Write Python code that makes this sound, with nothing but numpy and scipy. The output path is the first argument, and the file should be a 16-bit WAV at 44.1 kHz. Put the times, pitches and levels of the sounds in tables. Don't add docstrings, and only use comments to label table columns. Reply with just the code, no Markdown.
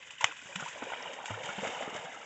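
import sys
import numpy as np
from scipy import signal
from scipy.io import wavfile

SR = 44100
rng = np.random.default_rng(int(sys.argv[2]) if len(sys.argv) > 2 else 0)


def volts_from_decibels(level):
    exponent = np.asarray(level, float) / 20
    return 10 ** exponent


def digitize_waveform(pressure):
    field = np.atleast_2d(pressure).T
    bounded = np.clip(field, -1, 1)
    quanta = np.round(bounded * 32767).astype(np.int16)
    wavfile.write(sys.argv[1], SR, quanta)


N = 99225

BUBBLE_RISE, BUBBLE_ONSET_CYCLES = 0.011, 2.24
CLEAR_RISE, CLEAR_ONSET_CYCLES = 0.0057, 1.18
SPLATTER_DB, SPLATTER_T60_S = -14.5, 0.33
POCKET_FADE = 1.39


def rms_one(x):
    return x / np.sqrt(np.mean(x ** 2) + 1e-20)


def band(x, low_hz, high_hz, order=2):
    return signal.sosfilt(signal.butter(order, [low_hz, high_hz], "band", fs=SR, output="sos"), x)


def drift(rate_hz):
    pole = np.exp(-2 * np.pi * rate_hz / SR)
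    noise = rng.standard_normal(N + SR)
    smooth = signal.lfilter([1], [1, -2 * pole, pole * pole], noise)
    return rms_one(smooth[SR:])


def hiss(low_hz, high_hz, flicker_db, rate_hz):
    noise = rms_one(band(rng.standard_normal(N), low_hz, high_hz, order=3))
    return noise * volts_from_decibels(flicker_db * drift(rate_hz))


def add(out, s, grains):
    start = (np.asarray(s) * SR).astype(int)
    at = start[:, None] + np.arange(grains.shape[1])
    np.add.at(out, np.minimum(at, N), grains)


def ringing(s, db, hz, cycles, rise, onset, size, fade=1):
    out = np.zeros(N + 1)
    n = np.outer(hz, np.arange(size) / SR)
    swell = 1 - np.exp(-n / np.reshape(onset, (-1, 1)))
    decay = volts_from_decibels(-60 * (n / np.reshape(cycles, (-1, 1))) ** fade)
    shape = swell * decay
    shape /= shape.max(axis=1, keepdims=True)
    tone = np.sin(2 * np.pi * (n + rise * n * n / 2))
    add(out, s, volts_from_decibels(db)[:, None] * shape * tone)
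    return out[:N]


def bursts(s, db, rise_s, t60, tail_db, tail_t60, low_hz=600, high_hz=9500):
    crackle_db, crackle_s = 3.5, 0.0011
    out = np.zeros(N + 1)
    t = np.arange(SR // 4) / SR
    decay = volts_from_decibels(-60 * t / t60[:, None]) + volts_from_decibels(tail_db - 60 * t / tail_t60)
    envelope = (1 - np.exp(-t / rise_s)) * decay
    envelope /= envelope.max(axis=1, keepdims=True)
    noise, lumps = rng.standard_normal((len(s), 2, len(t))).transpose(1, 0, 2)
    lumps = signal.lfilter([1], [1, -np.exp(-1 / (crackle_s * SR))], lumps)
    lumps = volts_from_decibels(crackle_db * rms_one(lumps))
    add(out, s, volts_from_decibels(db)[:, None] * band(envelope * lumps * noise, low_hz, high_hz))
    return out[:N]


def swarm(count, low_hz, high_hz, cycles, spread_db, size):
    u = rng.random((count, 4))
    s = u[:, 0] * N / SR
    hz = low_hz * (high_hz / low_hz) ** u[:, 1]
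    db = -spread_db * np.log(u[:, 2] + 0.008)
    cycles = cycles * (0.5 + u[:, 3])
    return rms_one(ringing(s, db, hz, cycles, BUBBLE_RISE, BUBBLE_ONSET_CYCLES, size))


def stirred_water():
    # (time [s], spray falling back [dB], churn of bubbles [dB], fine mist [dB])
    stirring = [(0, -51.5, -59, -63), (0.192, -54, -73.5, -65.5), (0.221, -41.5, -54, -56.5),
                (.33, -50, -56, -62), (.36, -52.5, -70.5, -60), (.52, -50, -52.5, -58.5),
                (0.679, -45.5, -55.5, -54), (0.802, -49, -48, -60.5), (.94, -44.5, -47, -58.5),
                (1.231, -50.5, -46.5, -63.5), (1.27, -48, -52.5, -53.5), (1.401, -48, -42.5, -61),
                (1.45, -47, -42.5, -59.5), (1.66, -43.5, -43, -53), (1.83, -44, -40, -57.5),
                (1.87, -49.5, -43.5, -63), (1.96, -46.5, -42.5, -58.5), (2.25, -52, -51.5, -62)]
    s, *levels = np.transpose(stirring)
    spray, churn, mist = (volts_from_decibels(np.interp(np.arange(N) / SR, s, v)) for v in levels)

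    fizz = swarm(count=3500, low_hz=1450, high_hz=4017, cycles=35, spread_db=2.3, size=900)
    foam = hiss(1120, 4350, flicker_db=1.5, rate_hz=27)
    falling = volts_from_decibels(-1) * fizz + volts_from_decibels(-5) * foam

    drops = swarm(count=4000, low_hz=3930, high_hz=8800, cycles=19, spread_db=4, size=300)
    fine = hiss(4700, 10000, flicker_db=2.6, rate_hz=37)
    misting = volts_from_decibels(5.5) * drops + volts_from_decibels(8.5) * fine

    crowd = swarm(count=1100, low_hz=421, high_hz=1135, cycles=16.2, spread_db=1, size=2000)
    slosh = swarm(count=400, low_hz=170, high_hz=464, cycles=5.9, spread_db=-2.5, size=2500)
    wash = hiss(392, 1196, flicker_db=1.5, rate_hz=19)
    churning = volts_from_decibels(-5) * crowd + volts_from_decibels(-16.5) * slosh + volts_from_decibels(-5) * wash
    return spray * falling + mist * misting + churn * churning


def droplets():
    # (time [s], peak level [dB], pitch [Hz])
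    landings = [(.026, -41.5, 2610), (.215, -39, 1420), (.271, -34, 2460), (.293, -43, 1500),
                (.314, -38, 2580), (.39, -39.5, 2520), (.415, -46.5, 1450), (.526, -39, 2390),
                (.857, -44, 2460), (0.923, -36.5, 1450), (.935, -35, 1990), (.942, -36, 3090),
                (1.059, -38.5, 3050), (1.285, -37, 1890), (1.464, -37, 3050), (2.12, -46, 2020),
                (2.214, -44.5, 1330)]
    s, db, hz = np.transpose(landings)
    return ringing(s, db, hz, 56, CLEAR_RISE / 4, CLEAR_ONSET_CYCLES, size=1500)


def slaps():
    # (time [s], peak level [dB], pitch of the slap [Hz], dying time [ms])
    paw_hits = [(0.0273, -43.5, 2720, 35), (0.1056, -33, 2710, 35), (0.181, -42, 2960, 35),
                (0.2082, -26.5, 2720, 35), (0.315, -35.5, 2680, 35), (0.3654, -37, 2450, 35),
                (0.4574, -45, 3280, 35), (0.5562, -24.5, 2530, 35), (0.603, -31.5, 2250, 35),
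                (0.6529, -33.5, 3220, 35), (0.683, -31, 2420, 35), (0.834, -34.5, 2410, 35),
                (0.9218, -36, 1900, 35), (1.1318, -33, 2990, 35), (1.2557, -30, 3420, 35),
                (1.3026, -43.5, 3200, 35), (1.433, -29.5, 2290, 35), (1.454, -30, 3120, 35),
                (1.4744, -32.5, 2400, 35), (1.4905, -32.5, 2190, 35), (1.604, -33.5, 2180, 35),
                (1.6416, -28.5, 2540, 35), (1.6729, -31, 2190, 35), (1.8266, -34, 2150, 35),
                (1.896, -36, 2830, 35), (1.941, -32.5, 2100, 35), (1.9607, -32.5, 2200, 35),
                (2.1221, -38, 2000, 35)]
    s, db, hz, ms = np.transpose(paw_hits)
    ring_t60_s = 0.0085
    noise = bursts(s, db - 3, 0.0025, ms / 1000, SPLATTER_DB, SPLATTER_T60_S, low_hz=1000)
    ring = ringing(s, db - 6, hz, ring_t60_s * hz, 0, BUBBLE_ONSET_CYCLES, size=1500)
    return noise + ring


def ticks():
    # (time [s], peak level [dB])
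    strikes = [(0.074, -36.5), (0.136, -37.5), (0.391, -34), (0.527, -42), (0.597, -32.5), (0.642, -43),
               (0.75, -31), (0.856, -32), (0.903, -37), (0.92, -29.5), (0.996, -35), (1.028, -35),
               (1.072, -28), (1.392, -38.5), (1.64, -35), (1.651, -25), (1.66, -23.5), (1.671, -25),
               (1.723, -32), (1.825, -21.5), (1.96, -33), (2.002, -38), (2.05, -30), (2.23, -35)]
    s, db = np.transpose(strikes)
    splatter = bursts(s, db - 7.5, 0.00021, 0.008 + 0 * s, tail_db=-9.5, tail_t60=0.05,
                      low_hz=700, high_hz=4500)
    hz = 1720 * rng.uniform(0.64, 1.53, len(s))
    kick = ringing(s, db - 2, hz, cycles=3.5, rise=0, onset=0.16, size=300)
    return splatter + kick


def bubbles():
    # (time [s], peak level [dB], pitch [Hz], ringing time [cycles])
    singles = [(0.208, -32.5, 1000, 18), (0.228, -30, 920, 20), (0.283, -42, 894, 20),
               (0.311, -35.5, 1470, 21), (0.492, -45, 555, 36), (0.597, -33, 1440, 54),
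               (0.626, -32.5, 1390, 17), (0.66, -33.5, 967, 33), (0.757, -39, 623, 20),
               (0.819, -36.5, 927, 13), (0.868, -34.5, 499, 17), (0.9, -37, 1020, 21),
               (0.92, -28.5, 830, 6.9), (0.934, -29, 850, 10), (0.946, -36, 930, 10), (1.057, -35, 950, 21),
               (1.187, -36, 896, 22), (1.241, -34, 810, 9.4), (1.34, -34.5, 1415, 35),
               (1.374, -41, 488, 22), (1.402, -35, 515, 20), (1.632, -31, 530, 20), (1.647, -31.5, 670, 39),
               (1.67, -30.5, 880, 7), (1.761, -37.5, 972, 70), (1.808, -29, 567, 9.4),
               (1.825, -35.5, 700, 16), (1.877, -33.5, 408, 7.1), (1.964, -34, 605, 5.9),
               (2.071, -38, 744, 8.2), (0.104, -51.5, 1000, 13), (0.183, -41.5, 2910, 41),
               (.587, -41.5, 954, 20), (.623, -39, 780, 18), (1.004, -45.5, 974, 32),
               (1.026, -39, 910, 7.2), (1.077, -40.5, 2860, 74), (1.093, -43.5, 509, 34),
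               (1.28, -37.5, 860, 16), (1.375, -39.5, 1010, 33), (1.489, -32.5, 1375, 33),
               (1.66, -35.5, 817, 15), (1.69, -36, 402, 13), (1.735, -38.5, 923, 32), (1.947, -38, 434, 11),
               (1.966, -38, 1750, 30), (2.145, -39, 1315, 38), (2.173, -44, 795, 18), (2.226, -49, 886, 23)]
    # (time [s], peak level [dB], pitch [Hz], ringing time [cycles])
    tiny_drop = [
        (1.0256, -25, 5480, 28),
    ]
    brood_db, brood_s, brood_octaves = -9.5, 0.017, 0.87
    s, db, hz, cycles = np.transpose(singles)
    start_hz = hz / (1 + 5 * CLEAR_RISE)
    out = ringing(s, db, start_hz, cycles, CLEAR_RISE, CLEAR_ONSET_CYCLES, size=3000)
    for delay, weakness, smallness in rng.random((len(s), 4, 3)).transpose(1, 2, 0):
        brood_hz = hz * 2 ** (brood_octaves * (2 * smallness - 0.7))
        out += ringing(s + brood_s * delay, db + brood_db * (0.5 + weakness), brood_hz,
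                       cycles, BUBBLE_RISE, BUBBLE_ONSET_CYCLES, size=2000)
    return out + ringing(*np.transpose(tiny_drop), 0, BUBBLE_ONSET_CYCLES, size=1000)


def gulps():
    # (time [s], peak level [dB], pitch [Hz], decay time T60 [s])
    pockets = [(0.236, -45.5, 117, 0.063), (0.283, -50, 296, .1), (.455, -50, 153, 0.02),
               (.42, -59, 260, .05), (0.599, -47, 220, 0.061), (.685, -59, 151, .05),
               (.622, -43, 156, 0.079), (0.821, -34.5, 252, 0.048), (0.991, -48.5, 250, 0.06),
               (1.131, -48.5, 259, 0.05), (1.302, -39, 103.7, 0.2), (1.3, -40, 226, 0.023),
               (1.438, -46.5, 149, 0.041), (1.489, -40, 206, 0.012), (1.579, -36.5, 195, 0.078),
               (1.626, -36.5, 218, 0.03), (1.67, -36.5, 250, 0.023), (1.7, -51.5, 150, 0.012),
               (1.821, -42, 250, 0.065), (1.876, -40.5, 235, 0.024), (1.948, -41.5, 170, 0.022),
               (2.046, -46.5, 170, 0.039), (1.99, -48.5, 150, 0.033), (1.925, -44, 230, 0.035),
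               (2.088, -51, 260, 0.045), (2.16, -49.5, 303, 0.037)]
    # (time [s], peak level [dB], pitch [Hz], decay time T60 [s])
    shrinking = [
        (0.554, -40, 163, .075),
    ]
    onset_s = 0.0019
    s, db, hz, t60 = np.transpose(pockets)
    thuds = bursts(s, db + 9, onset_s, 0.065 + 0 * s, SPLATTER_DB, SPLATTER_T60_S, low_hz=200, high_hz=1420)
    rings = ringing(s, db, hz, t60 * hz, 0.0057, onset_s * hz, size=12000, fade=POCKET_FADE)
    s, db, hz, t60 = np.transpose(shrinking)
    climbing = ringing(s, db, hz, t60 * hz, 0.047, 0.0033 * hz, size=6000, fade=2.54)
    return thuds + rings + climbing


def smack():
    # (pitch [Hz], level [dB], decay time T60 [ms])
    smack_modes = [
        (1150, -23, 16),
        (2140, -13.5, 8.1),
        (2520, -21.5, 15),
        (3050, -24.5, 12),
        (5900, -10, 4.4),
        (7040, -27, 9.7),
        (7600, -26, 16.6),
    ]
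    hit_s, rise_s = 0.2422, 0.0011
    hz, db, ms = np.transpose(smack_modes)
    crack = bursts(np.array([hit_s]), np.array([-12.5]), rise_s, np.array([0.0085]),
                   tail_db=-23.5, tail_t60=0.17, low_hz=900, high_hz=7800)
    rings = ringing(hit_s + 0 * hz, db, hz, ms / 1000 * hz, 0, rise_s * hz, size=2000, fade=POCKET_FADE)
    return crack + rings


def near_paths(water):
    # (time [s], first delay [ms], its level [dB], second delay [ms], its level [dB])
    paths = [
        (0, 1.02, -29, 1.974, -13.5),
        (1.101, 1.342, -15.5, 2.11, -13),
        (2.25, 1.4, -12.5, 2.42, -19.5),
    ]
    s, *columns = np.transpose(paths)
    n = np.arange(N)
    ms_a, db_a, ms_b, db_b = (np.interp(n / SR, s, c) for c in columns)
    first = volts_from_decibels(db_a) * np.interp(n - ms_a * SR / 1000, n, water)
    second = volts_from_decibels(db_b) * np.interp(n - ms_b * SR / 1000, n, water)
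    return first + second


def bank_echoes(water):
    # (delay [s], level [dB])
    bank = [
        (.011, -24),
        (.027, -29),
    ]
    dull = band(water, 260, 3800, order=1)
    return sum(volts_from_decibels(db) * np.pad(dull, (int(s * SR), 0))[:N] for s, db in bank)


def woods_air():
    return volts_from_decibels(-69.5) * rms_one(band(rng.standard_normal(N), 25, 250, order=1))


def scene():
    water = stirred_water() + droplets() + slaps() + ticks() + bubbles() + gulps() + smack()
    return (water + near_paths(water) + bank_echoes(water) + woods_air())[None]


def band_limit(x):
    return signal.sosfilt(signal.butter(12, 9040, fs=SR, output="sos"), x)


def record(dry):
    # (centre [Hz], width [Hz], gain [dB])
    housing = [
        (396, 110, -3),
        (1120, 270, -0.5),
        (3014, 930, 5.5),
        (3730, 170, 4.5),
        (4217, 957, -14),
        (5040, 1670, -5.5),
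        (5860, 370, -3),
        (7450, 1800, 4),
    ]
    x = signal.sosfilt(signal.butter(2, 77.5, "high", fs=SR, output="sos"), dry)
    x = signal.lfilter(*signal.butter(1, 3740, fs=SR), x)
    for hz, width_hz, db in housing:
        w = 2 * np.pi * hz / SR
        a = np.sqrt(volts_from_decibels(db))
        k = np.sin(w) * width_hz / hz / 2
        middle = -2 * np.cos(w)
        x = signal.lfilter([1 + k * a, middle, 1 - k * a], [1 + k / a, middle, 1 - k / a], x)
    mix = signal.sosfilt(signal.cheby2(12, 68, 9100, fs=SR, output="sos"), x)
    return band_limit(mix)


dry = scene()
out = record(dry)
digitize_waveform(out)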